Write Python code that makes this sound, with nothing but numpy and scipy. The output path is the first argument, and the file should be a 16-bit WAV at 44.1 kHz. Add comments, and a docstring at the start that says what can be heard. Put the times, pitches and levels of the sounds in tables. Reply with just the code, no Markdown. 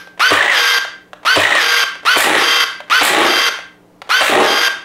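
"""A thin ring from an earlier shot dies away over still air and mains hum, then a trigger clicks close by.
An electric water gun fires five shots in a living room, near a microphone with a limiter.
Each shot is one turn of a geared cam: the motor winds up against a spring, the valve snaps open, the unloaded
gears race and throb, then take up the load again and stop with a clack.
The jet, a little farther off, hisses and drums on a hollow target: random impacts through filters."""
import sys
import numpy as np
from scipy import signal
from scipy.fft import rfft, irfft, next_fast_len
from scipy.io import wavfile
from scipy.ndimage import uniform_filter1d, minimum_filter1d, map_coordinates

SR = 44100
rng = np.random.default_rng(int(sys.argv[2]) if len(sys.argv) > 2 else 0)


def store_wav(level_fs):
    """Save 16-bit WAV to argv[1]."""
    pcm = np.round(np.clip(np.atleast_2d(level_fs), -1, 1) * 32767)
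    wavfile.write(sys.argv[1], SR, pcm.T.astype(np.int16))


N = 213752
RUN_S, RING_S = .594, .3  # one turn of the cam; length of each short knock


def amp(db):
    """Decibels to gain."""
    return 10 ** (np.asarray(db) / 20)


def unit(x):
    """Scale to rms 1."""
    return x / np.sqrt(np.mean(x ** 2) + 1e-20)


def along(points, hz):
    """Read (frequency [Hz], value) points on a log frequency axis."""
    f, v = np.transpose(points)
    return np.interp(np.log(hz + 1), np.log(f), v)


def clock(seconds):
    """Sample times from zero."""
    return np.arange(int(seconds * SR)) / SR


def add(track, s, x):
    """Mix x into the track at s seconds."""
    at = max(0, round(s * SR))
    track[at:at + len(x)] += x[:max(0, len(track) - at)]


def wobble(rate, t):
    """A smooth random curve, rate knots a second."""
    return map_coordinates(rng.standard_normal(int(t[-1] * rate) + 4), [t * rate + 1])


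def gate(t, rise, fall):
    """Soft ends for a sound that lasts the times t."""
    return np.clip(t / rise, 0, 1) * np.clip((t[-1] - t) / fall, 0, 1)


def settle(t, s, lag):
    """0 to 1 from s seconds on, as a flywheel follows a new load."""
    return 1 - np.exp(-np.maximum(t - s, 0) / lag)


def ease(t, s, length):
    """A smooth step from 0 to 1 that begins at s seconds."""
    return np.sin(np.pi / 2 * np.clip((t - s) / length, 0, 1)) ** 2


def colour(x, spectrum, peaks=(), size=4096):
    """Causal filter of energy 1: a broad spectrum with resonances standing on it."""
    hz = np.fft.rfftfreq(size, 1 / SR)
    resonances = sum(amp(db) / (1 + (2 * (hz - c) / w) ** 2) for c, w, db in peaks)
    gain = amp(along(spectrum, hz)) * (1 + resonances)
    # folding the cepstrum gives minimum phase, so the response starts at once
    cepstrum = irfft(np.log(gain + 1e-6))
    cepstrum[1:size // 2] *= 2
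    cepstrum[size // 2 + 1:] = 0
    response = irfft(np.exp(rfft(cepstrum)))
    return signal.fftconvolve(x, response / np.linalg.norm(response))[:len(x)]


# mains hum: (frequency [Hz], rms level [dB])
HUM = [(120, -65), (179, -58), (299, -57), (420, -69)]
# still air in the place: (frequency [Hz], relative density [dB per Hz])
STILL_AIR = [(25, -15), (100, -13), (200, -9), (400, -6), (800, -12), (1300, -20), (2000, -25), (4000, -32),
             (11000, -38), (16000, -40)]


def background():
    """Still air as filtered noise, and the hum of household appliances as steady sines."""
    t = np.arange(N) / SR
    hum = sum(amp(db) * np.sqrt(2) * np.sin(2 * np.pi * (hz * t + rng.random())) for hz, db in HUM)
    return hum + amp(-50) * unit(colour(rng.standard_normal(N), STILL_AIR))


# decay of the living room: (frequency [Hz], t60 [s])
ROOM = [(150, 0.12), (600, 0.3), (1600, 0.43), (5000, 0.33), (8000, 0.36), (15000, 0.15)]


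def room(x):
    """The living room's diffuse answer, a decaying noise tail; the upper middle lingers longest."""
    hz, t, z = signal.stft(rng.standard_normal(int(.7 * SR)), SR, nperseg=256)
    decay = amp(-60 * t / along(ROOM, hz)[:, None])
    tail = signal.istft(z * decay, SR, nperseg=256)[1]
    tail = tail * np.clip(np.arange(len(tail)) / SR / 0.029, 0, 1)  # the tail builds up gradually
    return signal.fftconvolve(x, tail / np.linalg.norm(tail))[:N]


def envelope(shape, t):
    """Gain of a part that waits, rises, holds and dies away."""
    delay, attack, hold, fall_db_per_s, db = shape
    falling_s = np.maximum(t - delay - attack - hold, 0)
    return ease(t, delay, attack) * amp(db - fall_db_per_s * falling_s)


# the parts of a jet, timed from the valve: (delay [s], attack [s], hold [s], fall [dB per s], level [dB])
GUSHING = (.006, .015, .09, 110, -22)
SPITTING = (.004, .016, .016, 220, -10.5)
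SPRAYING = (.02, .03, .16, 80, -18)
DRUMMING = (.07, .025, .17, 125, -10)
# gush at the nozzle, first spit, spray, hollow target: (frequency [Hz], relative density [dB per Hz])
GUSH = [(40, -30.5), (200, -13.5), (350, -4.5), (750, 3), (1100, 0), (1600, 0), (3200, -5.5), (4500, -23.5),
        (8000, -32), (15000, -55.5)]
MIST = [(1000, -29.5), (3000, 1), (4500, 1.5), (5900, -8), (7500, 2), (11000, -3), (15000, -5.5),
        (16000, -24)]
SPRAY = [(400, -31), (1200, 8), (2800, 8.5), (4500, -13.5), (8000, -8.5), (11000, -0.5), (15500, -46.5)]
TARGET = [(35, -75.5), (60, -20.5), (254, -3), (328, 4.5), (365, 4), (410, 2.5), (692, 0), (884, 1),
          (967, -9), (1060, 1), (1300, -1.5), (1690, -35.5), (2860, -120)]
# resonances of the target: (frequency [Hz], width [Hz], level over the spectrum [dB])
TARGET_MODES = [(322, 35, 2.5), (423, 59, 1), (627, 22, 0), (782, 38, 8), (924, 30, 4), (1092, 36, 2.5)]


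def water(slugs_per_s=450, drops_per_s=6000, spatters_per_s=2600, spurt_db=3.5):
    """Water gushes from the nozzle and breaks up: fine drops hiss, then heavy slugs drum on the target."""
    out, t = np.zeros(N), clock(RUN_S)

    def impacts(rate):
        """Random hits, each of its own force, rate a second on average."""
        return unit((rng.random(len(t)) < rate / SR) * rng.standard_normal(len(t)))

    for s, *_, gush_db, spray_db, drum_db in RELEASES:
        spurts = amp(spurt_db * wobble(139.7, t))  # the jet arrives in clumps
        ripple = amp(1.0 * wobble(450, t))
        gush = amp(gush_db) * unit(colour(impacts(drops_per_s) * spurts * ripple, GUSH))
        spray = amp(spray_db) * unit(colour(impacts(spatters_per_s) * spurts, SPRAY))
        spit = amp(spray_db) * unit(colour(impacts(spatters_per_s) * spurts, MIST))
        blows = impacts(slugs_per_s) + 0.38 * impacts(drops_per_s)
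        drum = amp(drum_db) * unit(colour(blows * spurts, TARGET, TARGET_MODES))
        jet = gush * envelope(GUSHING, t) + spit * envelope(SPITTING, t)
        jet += spray * envelope(SPRAYING, t) + drum * envelope(DRUMMING, t)
        add(out, s, jet)
    return out


def snap(spectrum, t60):
    """A short plastic contact, decaying filtered noise with peak 1."""
    t = clock(RING_S)
    x = colour(rng.standard_normal(len(t)) * amp(-60 * t / t60), spectrum)
    return x / np.abs(x).max()


def ring(modes, t, attack):
    """Damped modes (frequency [Hz], level [dB], t60 [s]), at new strengths for each blow."""
    sizes_db = rng.normal(0, 1.5, len(modes))
    wave = 0
    for (hz, db, t60), size_db in zip(modes, sizes_db):
        wave = wave + amp(db + size_db - 60 * t / t60) * np.sin(2 * np.pi * hz * t)
    return wave * (1 - np.exp(-t / attack))


# trigger and latch clicks: (time [s], level before click_db or trigger_db [dB])
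CLICKS = [(0.073, -30.5), (0.848, -17.5), (1.132, -21.5), (1.954, -24), (2.804, -20.5), (3.588, -21),
          (4.018, -21)]
# contact noise of a click and of a clack: (frequency [Hz], relative density [dB per Hz])
CLICK = [(200, -35), (600, 2.5), (1200, -5.5), (2000, -8.5), (3300, -13.5), (5000, -24), (9500, -33),
         (15000, -42.5)]
CLACK = [(120, -28.5), (200, -18), (636, 0), (864, -5), (1130, 1.5), (1460, -7), (2750, -6), (6080, -24),
         (9210, -23.5), (15000, -51.5)]
# ringing of the trigger, the gun's body and its water tank: (frequency [Hz], level [dB], t60 [s])
TRIGGER = [(590, 0, .07), (690, -3, .05)]
BODY = [(300, -6, .05), (400, -2, .05), (520, 1, .04), (680, -2, .03)]
TANK = [(101, 0, .26), (112, -6, .2), (170, -9, .2), (305, -4, .2), (335, -4, .2)]
# the cam lets the spring go, once a shot: (time [s], valve clack [dB], thump [dB], tank boom [dB],
# cam catch [dB], gush [dB], spray [dB], drumming [dB]); the water plays from it too
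RELEASES = [(.313, 13.5, 6, -20, -9, 2.5, -23, -23), (1.365, 14, 5, -17, 1.5, -1, -19.5, -20),
            (2.164, 6.5, -4, -31, -1, -1.5, -7.5, -8), (3.017, 5.5, -6.5, -34, -9.5, 0.5, -10.5, -4),
            (4.214, 8, -22, -38, 6, -2.5, -12.5, -4)]


def knocks(click_db=2, trigger_db=-17, start_db=-14, jolt_db=-30, stop_db=-7, slip_db=-11, slip_s=0.0061):
    """Trigger clicks, blows of valve and cam, and the low recoil of body and tank as damped modes."""
    out, t = np.zeros(N), clock(RING_S)
    clack = lambda: snap(CLACK, t60=0.033)
    for s, db in CLICKS:
        add(out, s, amp(db + click_db) * snap(CLICK, t60=0.028))
        add(out, s, amp(db + trigger_db) * ring(TRIGGER, t, attack=0.00081))
    for s, *_ in SHOTS:  # the gears knock as they start and stop
        add(out, s - .001, amp(start_db) * clack() + amp(jolt_db) * ring(BODY, t, attack=0.0041))
        add(out, s + RUN_S - .008, amp(stop_db) * clack())
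    for s, clack_db, thump_db, boom_db, catch_db, *_ in RELEASES:
        add(out, s - slip_s, amp(clack_db + slip_db) * clack())  # the follower slips off the cam's edge
        add(out, s, amp(clack_db) * clack())
        thump = amp(thump_db) * ring(BODY, t, attack=0.0046)
        boom = amp(boom_db) * ring(TANK, t, attack=0.019)
        add(out, s, thump + boom)
        add(out, s + FREE_S, amp(catch_db) * clack())
    return out


# tooth mesh pitch before each shot's trim: as the motor kicks in, cocking, running free, reloading
KICK_HZ, COCK_HZ, FREE_HZ, RELOAD_HZ = 750, 1555, 1910, 1590
SPIN_UP_S, RACE_S, BRAKE_S, BRAKE_HZ = .021, .03, .04, 35
FREE_S, TAKE_UP_S = .187, .095  # the cam runs free this long, then takes up the spring


def mesh_pitch(t, release):
    """The motor winds up, races once the spring is gone, slows under the next load and brakes."""
    wound_up = KICK_HZ + (COCK_HZ - KICK_HZ) * settle(t, 0, SPIN_UP_S)
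    race = (FREE_HZ - COCK_HZ) * settle(t, release, RACE_S)
    slowing = (FREE_HZ - RELOAD_HZ) * ease(t, release + FREE_S, TAKE_UP_S)
    braking = BRAKE_HZ * ease(t, RUN_S - BRAKE_S, BRAKE_S)
    return wound_up + race - slowing - braking


# the gears in each stroke: (whine [dB], overtones [dB], rattle [dB])
COCKING = (-10.5, -19, -14.5)
FREEWHEEL = (-9.5, -39, -13)
RELOADING = (-14, -17, -9.5)
COCK_LOAD, RELOAD_LOAD, LOAD_PER_S = 0.6, 0.51, 1.36  # load on the teeth 0-1; grows as the spring is wound


def strokes(t, release, bite_s=0.03, unseat_s=0.053, chatter_rise_s=0.072, grab_s=.055):
    """Gains of whine, overtones and rattle, and the load, through cocking, freewheeling and reloading."""
    catch = release + FREE_S
    cocking = 1 - ease(t, release - .003, .015)
    reloading, slowed = ease(t, catch, grab_s), ease(t, catch, TAKE_UP_S)
    free = 1 - cocking - reloading
    reload_load = RELOAD_LOAD + LOAD_PER_S * (t - catch)
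    load = np.clip(COCK_LOAD * cocking + reload_load * reloading, 0, 1)
    # tones need seated teeth: the whine fades as the cam nears its edge, and builds again in the freewheel
    bite = ease(t, 0, bite_s)
    seated = bite * (1 - ease(t, release - unseat_s, unseat_s))
    racing = ease(t, release, chatter_rise_s) * (1 - slowed)
    early_whine = amp(COCKING[0]) * seated + amp(FREEWHEEL[0]) * racing
    reload_whine = amp(RELOADING[0]) * slowed * np.sqrt(load)
    overtones = amp(COCKING[1]) * cocking * bite + amp(FREEWHEEL[1]) * free
    overtones += amp(RELOADING[1]) * slowed ** 2
    clatter = amp(COCKING[2]) * cocking + amp(FREEWHEEL[2]) * free + amp(RELOADING[2]) * reloading
    return (early_whine, reload_whine), overtones, clatter, load


PINION_TEETH, WHEEL_TEETH = 10, 34


def contact(teeth, t, release, burst_db, slip):
    """Slack teeth catch and fly free once a wheel turn, each time with their own force and speed."""
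    depth = ease(t, release, .05) * (1 - ease(t, release + FREE_S, .02))
    turns = teeth / WHEEL_TEETH + rng.random()
    draws = rng.standard_normal((int(turns[-1]) + 1, 2))  # one force and one speed a turn
    size, shift = draws[turns.astype(int)].T
    burst = np.clip(.5 - 2 * np.cos(2 * np.pi * turns), 0, 1) * amp(burst_db * size)
    lead = np.cumsum(slip * shift * depth * np.gradient(teeth))  # in teeth, ahead of the motor
    return 1 - depth + depth * burst, lead


# gear noise of the loaded housing and of unloaded gears: (frequency [Hz], relative density [dB per Hz])
HOUSING = [(120, -44), (200, -56.5), (440, -19), (473, -47), (519, -16), (851, -10.5), (1650, -1.5),
           (1810, -4), (2860, -6), (3190, -2), (4120, -10), (4770, -10.5), (7270, -29.5), (12600, -16.5),
           (16000, -65)]
SLACK = [(150, -34.5), (300, -37), (600, -8.5), (1200, -5), (2000, -1.5), (2800, -4), (3800, -6.5),
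         (4800, -21), (6000, -19.5), (8500, -21.5), (12000, -48.5), (16000, -27)]
# plastic resonances: (frequency [Hz], width [Hz], level over the spectrum [dB])
SHELL = [(1260, 440, 2), (2054, 110, 8), (3300, 83, -16), (6190, 1800, 10), (12700, 300, -20)]


def rattle(teeth, load, t, scatter_db, rub):
    """Each tooth strikes with its own force and rubs; load presses the bright housing into the noise."""
    hits = np.diff(np.floor(teeth), prepend=0) * rng.standard_normal(len(t))

    def drive():
        """Tooth hits and rubbing noise, scattered in level."""
        return (unit(hits) + rub * rng.standard_normal(len(t))) * amp(scatter_db * wobble(500, t))

    share = np.clip(load, 0, 1)
    return share * unit(colour(drive(), HOUSING, SHELL)) + (1 - share) * unit(colour(drive(), SLACK))


# whine overtones: (multiple of the tooth mesh, level [dB])
OVERTONES = [(2, 0), (3, -3), (4, -13), (7, -20), (8, -22.5)]
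# motor orders: (multiple of the motor shaft, level [dB])
SHAFT = [(7, -22.5), (9, -22), (11, -38.5), (13, -22.5), (17, -22), (23, -25.5), (33, -34), (36, -36.5),
         (56, -49), (70, -48.5)]


def gearbox(release, trim, chatter_db, reload_db, play=0.024, slack_play=0.062, flutter_db=2.5,
            commutator_db=-27, shaken=0.42):
    """One turn of the cam: tooth whine, motor orders and rattle, all tied to the shaft."""
    t = clock(RUN_S)
    (early_whine, reload_whine), overtone_gain, rattle_gain, load = strokes(t, release)
    teeth = np.cumsum(mesh_pitch(t, release) * (1 + trim / 100)) / SR
    # between valve release and reloading, the gears run slack
    free = ease(t, release, .02) * (1 - ease(t, release + FREE_S + .07, .06))
    grip, slip = contact(teeth, t, release, burst_db=2, slip=.022)
    # backlash, in teeth, is widest while the spring is off the cam
    backlash = play * wobble(70, t) + (.013 + slack_play * free) * wobble(350, t)
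    mesh = teeth + slip + backlash

    def partial(cycles):
        """A sine with fluttering level."""
        tone = np.sqrt(2) * np.sin(2 * np.pi * (cycles + rng.random()))
        return tone * unit(amp(flutter_db * wobble(128.3, t)))

    whine = (early_whine * amp(chatter_db * free) + reload_whine * amp(reload_db)) * partial(mesh)
    whine += overtone_gain * sum(amp(db) * partial(k * mesh) for k, db in OVERTONES)
    shaft = teeth / PINION_TEETH
    motor = load * sum(amp(db) * partial(k * shaft) for k, db in SHAFT)
    poles = partial(3 * shaft)  # the three-pole armature
    hum = amp(commutator_db) * np.clip(t / 0.24, 0, 1) * poles
    clatter = rattle_gain * rattle(teeth, load, t, scatter_db=2.5, rub=0.96)
    clatter = clatter * (1 + shaken * (grip - 1))
    return (whine * grip + motor + hum + clatter) * gate(t, rise=.009, fall=.008)


# one turn of the cam: (motor start [s], motor level [dB], speed trim [%], chatter [dB], reloading whine [dB]);
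# the knocks take their start times from it too
SHOTS = [(.196, -1.5, 0.19, 1.5, 1), (1.251, -3, 0.033, 0.5, -3), (2.052, -2.8, -.4, -1.5, -5),
         (2.900, -3, -.3, -6, -8), (4.093, -4, 0.54, -9.5, 1)]


def shots(switch_db=-31, ringing_db=-35, stop_ring_db=-28):
    """The switch ticks, the gearbox runs once and leaves a thin ring; an earlier shot still rings at the start."""
    out, t = np.zeros(N), clock(RING_S)
    tone = np.sin(2 * np.pi * 1575 * t)
    fading = amp(-60 * t / 0.42)
    for (s, db, trim, chatter_db, reload_db), (opens, *_) in zip(SHOTS, RELEASES):
        add(out, s - .02, amp(switch_db) * snap(CLICK, t60=.08))
        add(out, s, amp(db) * gearbox(opens - s, trim, chatter_db, reload_db))
        add(out, s + RUN_S, amp(stop_ring_db) * fading * tone)
    housing = unit(colour(rng.standard_normal(len(t)), HOUSING, SHELL))
    earlier = amp(-38.5) * housing + amp(ringing_db) * tone
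    add(out, 0, amp(-60 * t / 0.31) * earlier)
    return out


def scene():
    """The gun near the microphone, the water a little farther off with more of the room in it."""
    gun, splash = shots() + knocks(), water()
    direct = amp(3.0) * gun + amp(1.5) * splash
    reverberant = room(amp(-7.5) * gun + amp(1.5) * splash)
    return (direct + reverberant + background())[None]


TOP_HZ = 15900  # band limit


def record(dry, ceiling=0.82, release_s=0.06):
    """A limiter catches each peak and recovers slowly; nothing is kept above the band limit."""
    need = np.minimum(1, ceiling / (np.abs(dry) + 1e-9))
    fast = uniform_filter1d(minimum_filter1d(need, size=131), size=131)
    held = minimum_filter1d(need, size=661, origin=330)  # lowest gain of the last 15 ms
    pole = np.exp(-1 / (release_s * SR))
    slow = 1 - signal.lfilter([1 - pole], [1, -pole], 1 - held)
    limited = dry * np.minimum(fast, slow)
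    m = next_fast_len(N + SR // 2)
    passed = np.clip((TOP_HZ - np.fft.rfftfreq(m, 1 / SR)) / 200, 0, 1)  # 200 Hz slope
    return irfft(rfft(limited, m) * passed, m)[..., :N]


dry = scene()
out = record(dry)
store_wav(out)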